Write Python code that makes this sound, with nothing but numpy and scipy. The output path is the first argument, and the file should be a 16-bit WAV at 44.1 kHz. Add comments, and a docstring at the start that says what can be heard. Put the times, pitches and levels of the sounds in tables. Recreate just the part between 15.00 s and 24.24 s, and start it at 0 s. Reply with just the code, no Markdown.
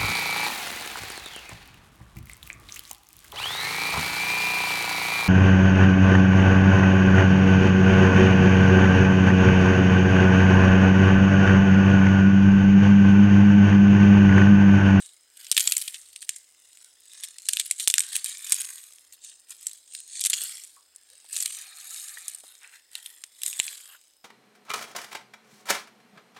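"""Dry palm fronds are pulled and torn by hand in a forest: ribs break in sharp snaps of shaped noise, each with
a smaller fibre. Each pull swells and dies away as stiff leaflets buckle in ringing ticks and slide in a hiss.
Low-passed noise thuds under some loud snaps, and stalks knock as damped modes. A frond scrapes in noise bands,
a swept sine squeaks faintly, sparse echoes give a short tail, and filtered noise makes air and far insects."""
import sys
import numpy as np
from scipy import signal
from scipy.fft import rfft, irfft
from scipy.io import wavfile
from scipy.ndimage import uniform_filter1d

SR = 44100
rng = np.random.default_rng(int(sys.argv[2]) if len(sys.argv) > 2 else 0)


def unload_wav(signal):
    """Save mono or channel-first audio to the path in sys.argv[1] as 16-bit WAV at rate SR, clipped to [-1, 1]."""
    wavfile.write(
        sys.argv[1],
        SR,
        np.round(np.clip(np.atleast_2d(signal).T, -1, 1) * 32767).astype(np.int16),
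    )


N = 407484

# breaking ribs: start_s, level_db (rms over 1 ms), ring_ms, body_db (boost around 1800-3600 Hz)
RIB_BREAKS = [(0.4668, -31, 1.5, 13), (0.515, -6.5, 2.4, 3.5), (0.5231, -16, 3.3, 12),
              (0.567, -8.5, 2, 9.5), (0.5774, -4.5, 2.3, 12.5), (0.596, -14.5, 1.4, 5),
              (0.606, -10.5, 3.3, 1), (0.674, -6, 2.6, 10), (0.7213, -8, 1.5, 11.5),
              (0.7672, -9.5, 1.7, 1.5), (0.7803, -18, 0.38, 6), (0.814, -18, 5.7, 10.5),
              (0.8778, -19, 3.7, 10.5), (0.9418, -24, 12, 17), (1.1607, -27.5, 4.6, 11.5),
              (1.2196, -26.5, 6.1, 11.5), (1.2919, -13.5, 2.2, 8), (2.2349, -20.5, 6.6, 11.5),
              (2.384, -29, 1.7, 11), (2.4868, -8.5, 2.6, 5), (2.5326, -12, 3, 6), (2.5702, -14.5, 0.52, 13),
              (2.5958, -10, 8.3, 9.5), (2.7108, -9, 1.3, 1.5), (2.7974, -16.5, 6.2, 12.5),
              (2.875, -6, 0.96, 15), (2.88, -5.5, 0.6, -1.5), (2.9001, -10.5, 1.8, 2),
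              (2.94, -5.5, 1.4, 14), (2.9816, -5.5, 1.4, 7.5), (2.9936, -11, 1.4, -9),
              (3.005, -10.5, 1.2, 3.5), (3.155, -15.5, 7, 8), (3.1645, -13.5, 1.1, 10),
              (3.2434, -15.5, 3.8, 0.5), (3.26, -20.5, 2.3, 7), (3.5211, -4, 4.1, -2),
              (3.5432, -15.5, 0.89, -12), (3.601, -18.5, 8.4, 5), (4.1238, -36.5, 2, 2),
              (4.505, -28, 2.7, -18), (4.6685, -15, 1.8, -3.5), (4.9492, -25.5, 1.4, 5),
              (5.2101, -18, 1.2, -9.5), (5.239, -15.5, 2.4, 2), (5.2497, -13.5, 3.2, 5.5),
              (5.258, -9, 3.4, 2), (5.2678, -15, 1.7, 7), (5.2992, -11, 3, 3.5), (5.331, -10.5, 8, 8),
              (5.3375, -15.5, 2.3, 12.5), (5.961, -34, 1.46, -5), (6.328, -21, 2.4, -3),
              (6.3644, -17.5, 1.8, 4.5), (6.403, -16, 4.5, 3.5), (6.4252, -17, 0.8, 2),
              (6.4586, -14.5, 1.1, 11.5), (7.2814, -19.5, 2.9, -6), (7.3474, -25, 2.8, 1.5),
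              (7.9536, -22, 0.59, 17), (8.0596, -26, 3.8, 16), (8.2386, -26.5, 1.6, 2),
              (8.4176, -27, 2.1, 9), (8.4336, -17, 1.6, 9.5), (8.4627, -14, 1.7, 5),
              (8.4805, -22, 2.2, 3.5), (8.5291, -26, 1.2, 15), (8.5925, -20, 1.8, 8),
              (8.5993, -7.5, 0.85, 9.5), (8.6797, -24.5, 0.78, 24)]
# stalks bumping: start_s, level_db, pitch_hz, t60_s
STALK_KNOCKS = [(5.416, -48.5, 368, 0.07), (5.766, -46, 1116, 0.17), (6.245, -48, 905, 0.025),
                (7.172, -27.5, 1880, 0.046), (7.437, -38.5, 590, 0.012), (8.947, -40, 1496, 0.066)]
# spectra of a snap, of the leaflets and of the forest air: frequency_hz, density_db (per Hz, relative)
SNAP_SPECTRUM = [(40, -33.5), (300, -38), (900, -24), (1450, -20), (2000, -12.5), (3400, -4.5),
                 (5200, -4.5), (6800, 1.5), (8500, 11), (10800, -3), (13000, -5.5), (15500, -31.5)]
LEAF_SPECTRUM = [(130, -57), (320, -30), (900, -30), (1700, -14), (2600, -13), (3800, -4.5), (5300, -11),
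                 (7300, 0), (8700, 2), (10800, -13.5), (12600, -17.5), (15500, -33)]
AIR_SPECTRUM = [(40, -20.5), (75, 1), (120, -45), (170, -17.5), (300, -5), (550, -4), (1300, -9),
                (4000, -7.5), (8500, -10.5), (15000, -7.5)]
# hollow resonances of the hanging fronds: centre_hz, width_hz, boost_db
FROND_RESONANCES = [(780, 100, 5.5), (1110, 180, 4), (1580, 160, 2.5)]
# pulls and shakes of the bundle: height_s, level_db, swell_s, fade_s, body_db, fizz_db
BUNDLE_PULLS = [(0.02, -46, 0.24, .19, 1.5, 1), (0.42, -48, 0.12, 0.5, 7.5, 13),
                (0.601, -32, 0.073, 0.49, 5.5, 17), (0.942, -52.5, 0.093, 0.58, 1, -4),
                (1.225, -42, 0.022, .04, -7, -5), (1.31, -46.5, 0.048, 0.18, -1, 0),
                (1.85, -56, 0.51, 0.23, 3, 5), (2.24, -45.5, 0.27, 0.23, 3.5, -1),
                (2.54, -40.5, 0.17, 0.5, -2.5, -2), (2.83, -32.5, 0.075, 0.06, -9.5, 3),
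                (2.99, -42.5, 0.09, 0.61, 8.5, 3.5), (3.155, -32, 0.078, 0.089, 2, 6),
                (3.299, -36, 0.11, 0.15, -1.5, 3), (3.532, -36, 0.23, 0.52, 5, 10.5),
                (4.135, -48, 0.02, 0.035, -1, 15), (4.255, -45.5, 0.057, 0.21, -7.5, -12),
                (4.515, -44.5, 0.043, 0.074, 4.5, 12), (4.681, -46, 0.16, 0.22, -1, 2),
                (4.971, -43.5, 0.13, 0.16, -10, -18), (5.22, -34, 0.18, .1, -11.5, -11),
                (5.408, -33.5, 0.2, 0.35, 3, 7.5), (6.14, -57.5, 0.17, 1, 3, -0.5),
                (6.37, -34, 0.095, 0.45, 1.5, 11), (6.47, -43, 0.11, 0.38, 6, 0),
                (6.99, -39.5, 0.34, 0.5, -9, 9.5), (7.3, -48.5, 0.17, 0.34, -13, 9),
                (7.469, -51.5, 0.084, 0.25, 11.5, 15), (7.64, -51, 0.049, 0.13, 25, 6),
                (7.75, -50.5, 0.067, 0.096, 17.5, 11), (7.96, -46.5, 0.055, 0.14, 13.5, 9),
                (8.06, -49.5, 0.081, 0.21, 11.5, 21), (8.22, -56.5, 0.3, 0.11, 4.5, 11),
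                (8.48, -32, .06, 0.077, 2.5, 16), (8.668, -39.5, 0.39, 0.32, 5, 9.5),
                (8.94, -52, 0.2, 0.064, 25, 21)]
# low thuds under some of the loud snaps: start_s, peak_db
SNAP_THUDS = [(0.517, -44), (0.569, -61), (0.579, -44.5), (0.675, -38), (2.712, -58), (2.876, -47),
              (3.525, -50), (8.598, -57.5)]
# bands of a long frond dragged down the trunk: centre_hz, width_hz, level_db
SCRAPE_BANDS = [(760, 170, -6.5), (1275, 220, -1), (1740, 300, 1.5), (2370, 590, 1.5), (3780, 600, 2.5),
                (4230, 170, 7)]

FRAME, HOP = 512, 128  # samples
EDGE_HZ = 16000
# the bundle never lies quite still while it is held
HELD_DB, HELD_BODY_DB, HELD_FIZZ_DB, LET_GO_S = -65, 12, 1, 9.05
# a pull is SWING_DB down at the end of its swell or fade time; a ROUND above one rounds its top
SWING_DB, SWELL_ROUND, FADE_ROUND = 27, 1.8, 1.34
# the smaller fibre after each rib: median wait, mean level against the rib, its spread, median ring time
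FIBRE_WAIT_S, FIBRE_DB, FIBRE_SPREAD_DB, FIBRE_RING_MS = 0.028, -18.5, 3, 3.3
# a thin rib radiates little bass by itself
RIB_BASS_DB, RIB_BASS_HZ = -22, 250


def amp(db):
    """Logarithmic level: decibels to amplitude gain."""
    return 10 ** (np.asarray(db) / 20)


def unit(x):
    """Normalisation: scales to an rms of one."""
    return x / np.sqrt(np.mean(x ** 2) + 1e-20)


def read(points, hz):
    """Interpolation: reads a spectrum in dB along a log-frequency axis."""
    f, db = np.transpose(points)
    return np.interp(np.log(hz + 1), np.log(f), db)


def band(hz, low_hz, high_hz, end_hz):
    """Band weighting: one from low_hz to high_hz, fading to zero an octave below and at end_hz."""
    return np.interp(np.log(hz + 1), np.log([low_hz / 2, low_hz, high_hz, end_hz]), [0, 1, 1, 0])


def add(mix, s, sound):
    """Superposition: mixes a sound in at time s."""
    part = mix[max(round(s * SR), 0):][:len(sound)]
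    part += sound[:len(part)]


def causal(db):
    """Minimum phase: a response for a gain curve with a sharp front and the ringing after it."""
    mirrored_db = np.r_[db, db[-2:0:-1]]
    log_response = np.conj(signal.hilbert(np.log(amp(mirrored_db))))
    return np.exp(log_response)[:len(db)]


def drift(shape, spans):
    """Correlated randomness: a smooth field of rms one, with patches about spans cells wide."""
    field = rng.standard_normal(shape)
    for axis, span in enumerate(spans):
        for _ in range(2):
            field = uniform_filter1d(field, max(round(span), 1), axis, mode="wrap")
    return unit(field)


def forest(air_db=-69.0, insects_db=-71, insects_hz=5100, width_hz=160):
    """Stationary noise: still air, and the narrow steady hiss of distant insects."""
    hz = np.fft.rfftfreq(N, 1 / SR)
    air = irfft(rfft(rng.standard_normal(N)) * amp(read(AIR_SPECTRUM, hz)), N)
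    insects = irfft(rfft(rng.standard_normal(N)) / (1 + ((hz - insects_hz) / width_hz) ** 4), N)
    return amp(air_db) * unit(air) + amp(insects_db) * unit(insects)


def trees(x, near_db=-19, near_t60=0.04, far_db=-25, far_t60=1.0, low_hz=900):
    """Scattering: ground and trunks return quick near echoes, then a faint tail."""
    t = np.arange(SR) / SR
    # 2500 echoes a second on average, none in the first 4 ms
    taps = rng.standard_normal(SR) * (rng.random(SR) < 2500 / SR) * (t > 0.004)
    taps = signal.sosfilt(signal.butter(1, low_hz, "high", fs=SR, output="sos"), taps)
    near, far = (taps * np.exp(-np.log(1000) * t / t60) for t60 in (near_t60, far_t60))
    echoes = amp(near_db) * near / np.linalg.norm(near) + amp(far_db) * far / np.linalg.norm(far)
    return signal.fftconvolve(x, echoes)[:N]


def drag(from_s=6.58, to_s=7.27, swell_s=0.067, fade_s=0.18, db=-53, catch_db=3.5, catch_s=0.014):
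    """Stick-slip friction: a frond scrapes along the bark, and each band catches and slips by itself."""
    hz, now = np.fft.rfftfreq(N, 1 / SR), np.arange(N) / SR
    scrape = np.zeros(N)
    for centre_hz, width_hz, band_db in SCRAPE_BANDS:
        resonance = 1 / (1 + ((hz - centre_hz) / width_hz * 2) ** 2)
        noise = irfft(rfft(rng.standard_normal(N)) * resonance, N)
        scrape += noise * amp(band_db + catch_db * drift((N,), [catch_s * SR]))
    envelope = np.minimum(1 + (now - from_s) / swell_s, 1 - (now - to_s) / fade_s)
    return amp(db) * unit(scrape) * np.clip(envelope, 0, 1)


def squeak(start_s=6.1, length_s=0.066, from_hz=450, to_hz=620, db=-68, waver=0.071):
    """Frequency modulation: one faint, rising squeak, roughened by a wavering pitch."""
    out, u = np.zeros(N), np.linspace(0, 1, round(length_s * SR))
    hz = (from_hz + (to_hz - from_hz) * u) * (1 + waver * drift(u.shape, [100]))
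    tone = np.sin(2 * np.pi * np.cumsum(hz) / SR)
    add(out, start_s, amp(db) * np.sin(np.pi * u) * tone)
    return out


def knocks(scuff=0.45, scuff_s=0.0054, rough_rad=0.97):
    """Impact: a bumped stalk rings in one damped, rattling mode, with a dull scuff around its pitch."""
    out, t = np.zeros(N), np.arange(SR // 4) / SR
    for s, db, hz, t60 in STALK_KNOCKS:
        push = rng.standard_normal(len(t)) * np.exp(-t / scuff_s)
        rub = signal.sosfilt(signal.butter(2, [hz / 2, hz * 2], "band", fs=SR, output="sos"), push)
        rattle = rough_rad * drift(t.shape, [120])
        mode = np.sin(2 * np.pi * hz * t + rattle) * np.exp(-np.log(1000) * t / t60)
        onset = 1 - np.exp(-t * hz)
        add(out, s, amp(db) * (mode / 2 * onset + scuff * rub / abs(rub).max()))
    return out


def thuds(decay_s=0.0035, top_hz=900, size=2048):
    """Low-passed noise: a short dull thud under a loud snap."""
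    out, t = np.zeros(N), np.arange(size) / SR
    for s, db in SNAP_THUDS:
        burst = rng.standard_normal(size) * np.exp(-t / decay_s)
        thud = signal.sosfilt(signal.butter(2, top_hz, fs=SR, output="sos"), burst)
        add(out, s, amp(db) * thud / abs(thud).max())
    return out


def handling(t):
    """Power addition: level, body and fizz of the rustle in dB; the strongest pull dominates the colour."""
    s, db, swell_s, fade_s, body_db, fizz_db = np.transpose(BUNDLE_PULLS)
    since = t[:, None] - s
    swell, fade = abs(since / swell_s) ** SWELL_ROUND, abs(since / fade_s) ** FADE_ROUND
    pulled = amp(db - SWING_DB * np.where(since < 0, swell, fade))
    held = amp(HELD_DB) * np.interp(t - LET_GO_S, [0, 0.15], [1, 0.3])
    power = np.c_[pulled, held] ** 2
    total = power.sum(1)
    body = power @ np.r_[body_db, HELD_BODY_DB] / total
    fizz = power @ np.r_[fizz_db, HELD_FIZZ_DB] / total
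    return 10 * np.log10(total), body, fizz


def crinkle(per_s=1900, spread_db=3.0, largest=5.2, ring_s=0.0014, mode_share=1.0, low_hz=1800, high_hz=12000,
            slide_db=-1, relax_s=0.062, clump_db=2.05, clump_s=0.0057, count=24, size=256):
    """Buckling and friction: leaflets tick at random, each with a short mode, over the hiss of sliding."""
    t, ticking = np.arange(size) / SR, np.zeros(N)
    for mode_hz in np.geomspace(low_hz, high_hz, count):
        ticks, at = np.zeros(N), rng.integers(0, N, round(per_s / count * N / SR))
        ticks[at] = amp(spread_db * np.minimum(rng.exponential(1, len(at)), largest))
        leaflet = rng.standard_normal(size) + mode_share * np.sin(2 * np.pi * mode_hz * t)
        ticking += signal.oaconvolve(ticks, unit(leaflet * np.exp(-t / ring_s)))[:N]
    # near a snap the bundle is strained and crackles; once slack, sliding joins in
    now = np.arange(N) / SR
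    to_snap = abs(now[::HOP, None] - np.transpose(RIB_BREAKS)[0]).min(1)
    slack = np.interp(now, now[::HOP], 1 - np.exp(-to_snap / relax_s))
    sliding = slack * amp(slide_db) * rng.standard_normal(N)
    out = (unit(ticking) + sliding) * amp(clump_db * drift((N,), [clump_s * SR]))
    # even out the level over 41 ms, so that the pulls alone set the slow swells
    return out / np.sqrt(uniform_filter1d(out ** 2, round(0.041 * SR)) + 1e-9)


def rustle(blade_db=3.5, blade_hz=160, blade_s=0.15, touch_db=1.53, touch_hz=900, touch_s=0.013):
    """Resonant filtering: the bundle colours the crinkle finely, and fresh contacts shift the colour."""
    hz, t, z = signal.stft(crinkle(), SR, nperseg=FRAME, noverlap=FRAME - HOP)
    level_db, body_db, fizz_db = handling(t)
    bins_per_hz, frames_per_s = FRAME / SR, SR / HOP
    colour = read(LEAF_SPECTRUM, hz)[:, None]
    colour = colour + blade_db * drift(z.shape, [blade_hz * bins_per_hz, blade_s * frames_per_s])
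    for centre_hz, width_hz, db in FROND_RESONANCES:
        colour += db * np.exp(-((hz - centre_hz) / width_hz) ** 2)[:, None]
    colour += touch_db * drift(z.shape, [touch_hz * bins_per_hz, touch_s * frames_per_s])
    colour += np.outer(band(hz, 550, 1300, 6000), body_db)
    colour += np.outer(np.interp(hz, [9000, 12000], [0, 1]), fizz_db)
    gain = amp(colour) / np.sqrt(np.mean(amp(colour) ** 2, 0))
    return signal.istft(z * gain * amp(level_db), nperseg=FRAME, noverlap=FRAME - HOP)[1][:N]


def strays(usual_db=-41, follow=0.93, spread_db=2.0, largest=3.35, ring_ms=1.0, body_db=2, count=220):
    """Random release: single leaflets flick, harder when the rustle is above its usual level."""
    when, size, colour = rng.random((count, 3)).T
    s = when * N / SR
    effort_db = handling(s)[0]
    db = usual_db + follow * (effort_db - effort_db.mean())
    db += spread_db * np.minimum(-np.log(size), largest)
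    bodies_db = body_db + 10 * (colour - 0.5)
    return [(at, level, ring_ms, body) for at, level, body in zip(s, db, bodies_db)]


def fibres():
    """Load transfer: each breaking rib loads a thinner fibre, which snaps a moment later."""
    rows = []
    for s, db, _, body_db in RIB_BREAKS:
        wait, force, ring = rng.standard_normal(3)
        snap_s = s + FIBRE_WAIT_S * np.exp(wait / 2)
        level_db = db + FIBRE_DB + FIBRE_SPREAD_DB * force
        rows.append((snap_s, level_db, FIBRE_RING_MS * np.exp(ring / 2), body_db / 2))
    return rows


def snaps(rise_ms=0.19, crack_ms=0.2, ring_share=1.0, splinter_db=8.0, size_spread=0.089,
          modes_db=1.5, modes_hz=500, size=1024):
    """Brittle fracture: each fibre gives way in one crack; splinters and the leaf blade ring on for a few ms."""
    out, hz, ms = np.zeros(N), np.fft.rfftfreq(size * 2, 1 / SR), np.arange(size) * 1000 / SR
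    for s, db, ring_ms, body_db in list(RIB_BREAKS) + fibres() + strays():
        noise, splinters = rng.standard_normal((2, size))
        splintering = amp(splinter_db * unit(uniform_filter1d(splinters, size=14)))
        ring = np.exp(-ms / max(ring_ms, 0.2)) * splintering
        force = noise * (1 - np.exp(-ms / rise_ms)) * (np.exp(-ms / crack_ms) + ring_share * ring)
        # wider blades ring lower
        colour = read(SNAP_SPECTRUM, hz * np.exp(size_spread * rng.standard_normal()))
        # and each has its own uneven set of modes
        colour += modes_db * drift(hz.shape, [modes_hz / hz[1]])
        colour += RIB_BASS_DB / (1 + (hz / RIB_BASS_HZ) ** 2)
        colour += body_db * band(hz, 1800, 3600, 6500)
        snap = irfft(rfft(force, size * 2) * causal(colour))
        # equal energy: an rms of one if it were all heard within 1 ms
        add(out, s, amp(db) * snap * np.sqrt(SR / 1000 / np.sum(snap ** 2)))
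    return out


def scene():
    """Superposition: hits and squeak with their echoes, the rustle, the scrape and the forest."""
    hits = snaps() + thuds() + knocks() + squeak()
    return (hits + trees(hits) + rustle() + drag() + forest())[None]


def record(dry, ceiling=0.87):
    """Saturation and band limit: the loudest snaps are softly squashed, then low-passed at EDGE_HZ."""
    squashed = ceiling * np.tanh(dry / ceiling)
    low_pass = signal.firwin(255, EDGE_HZ, window=("kaiser", 9), fs=SR)
    return signal.oaconvolve(squashed, low_pass[None], "same")


dry = scene()
out = record(dry)
unload_wav(out)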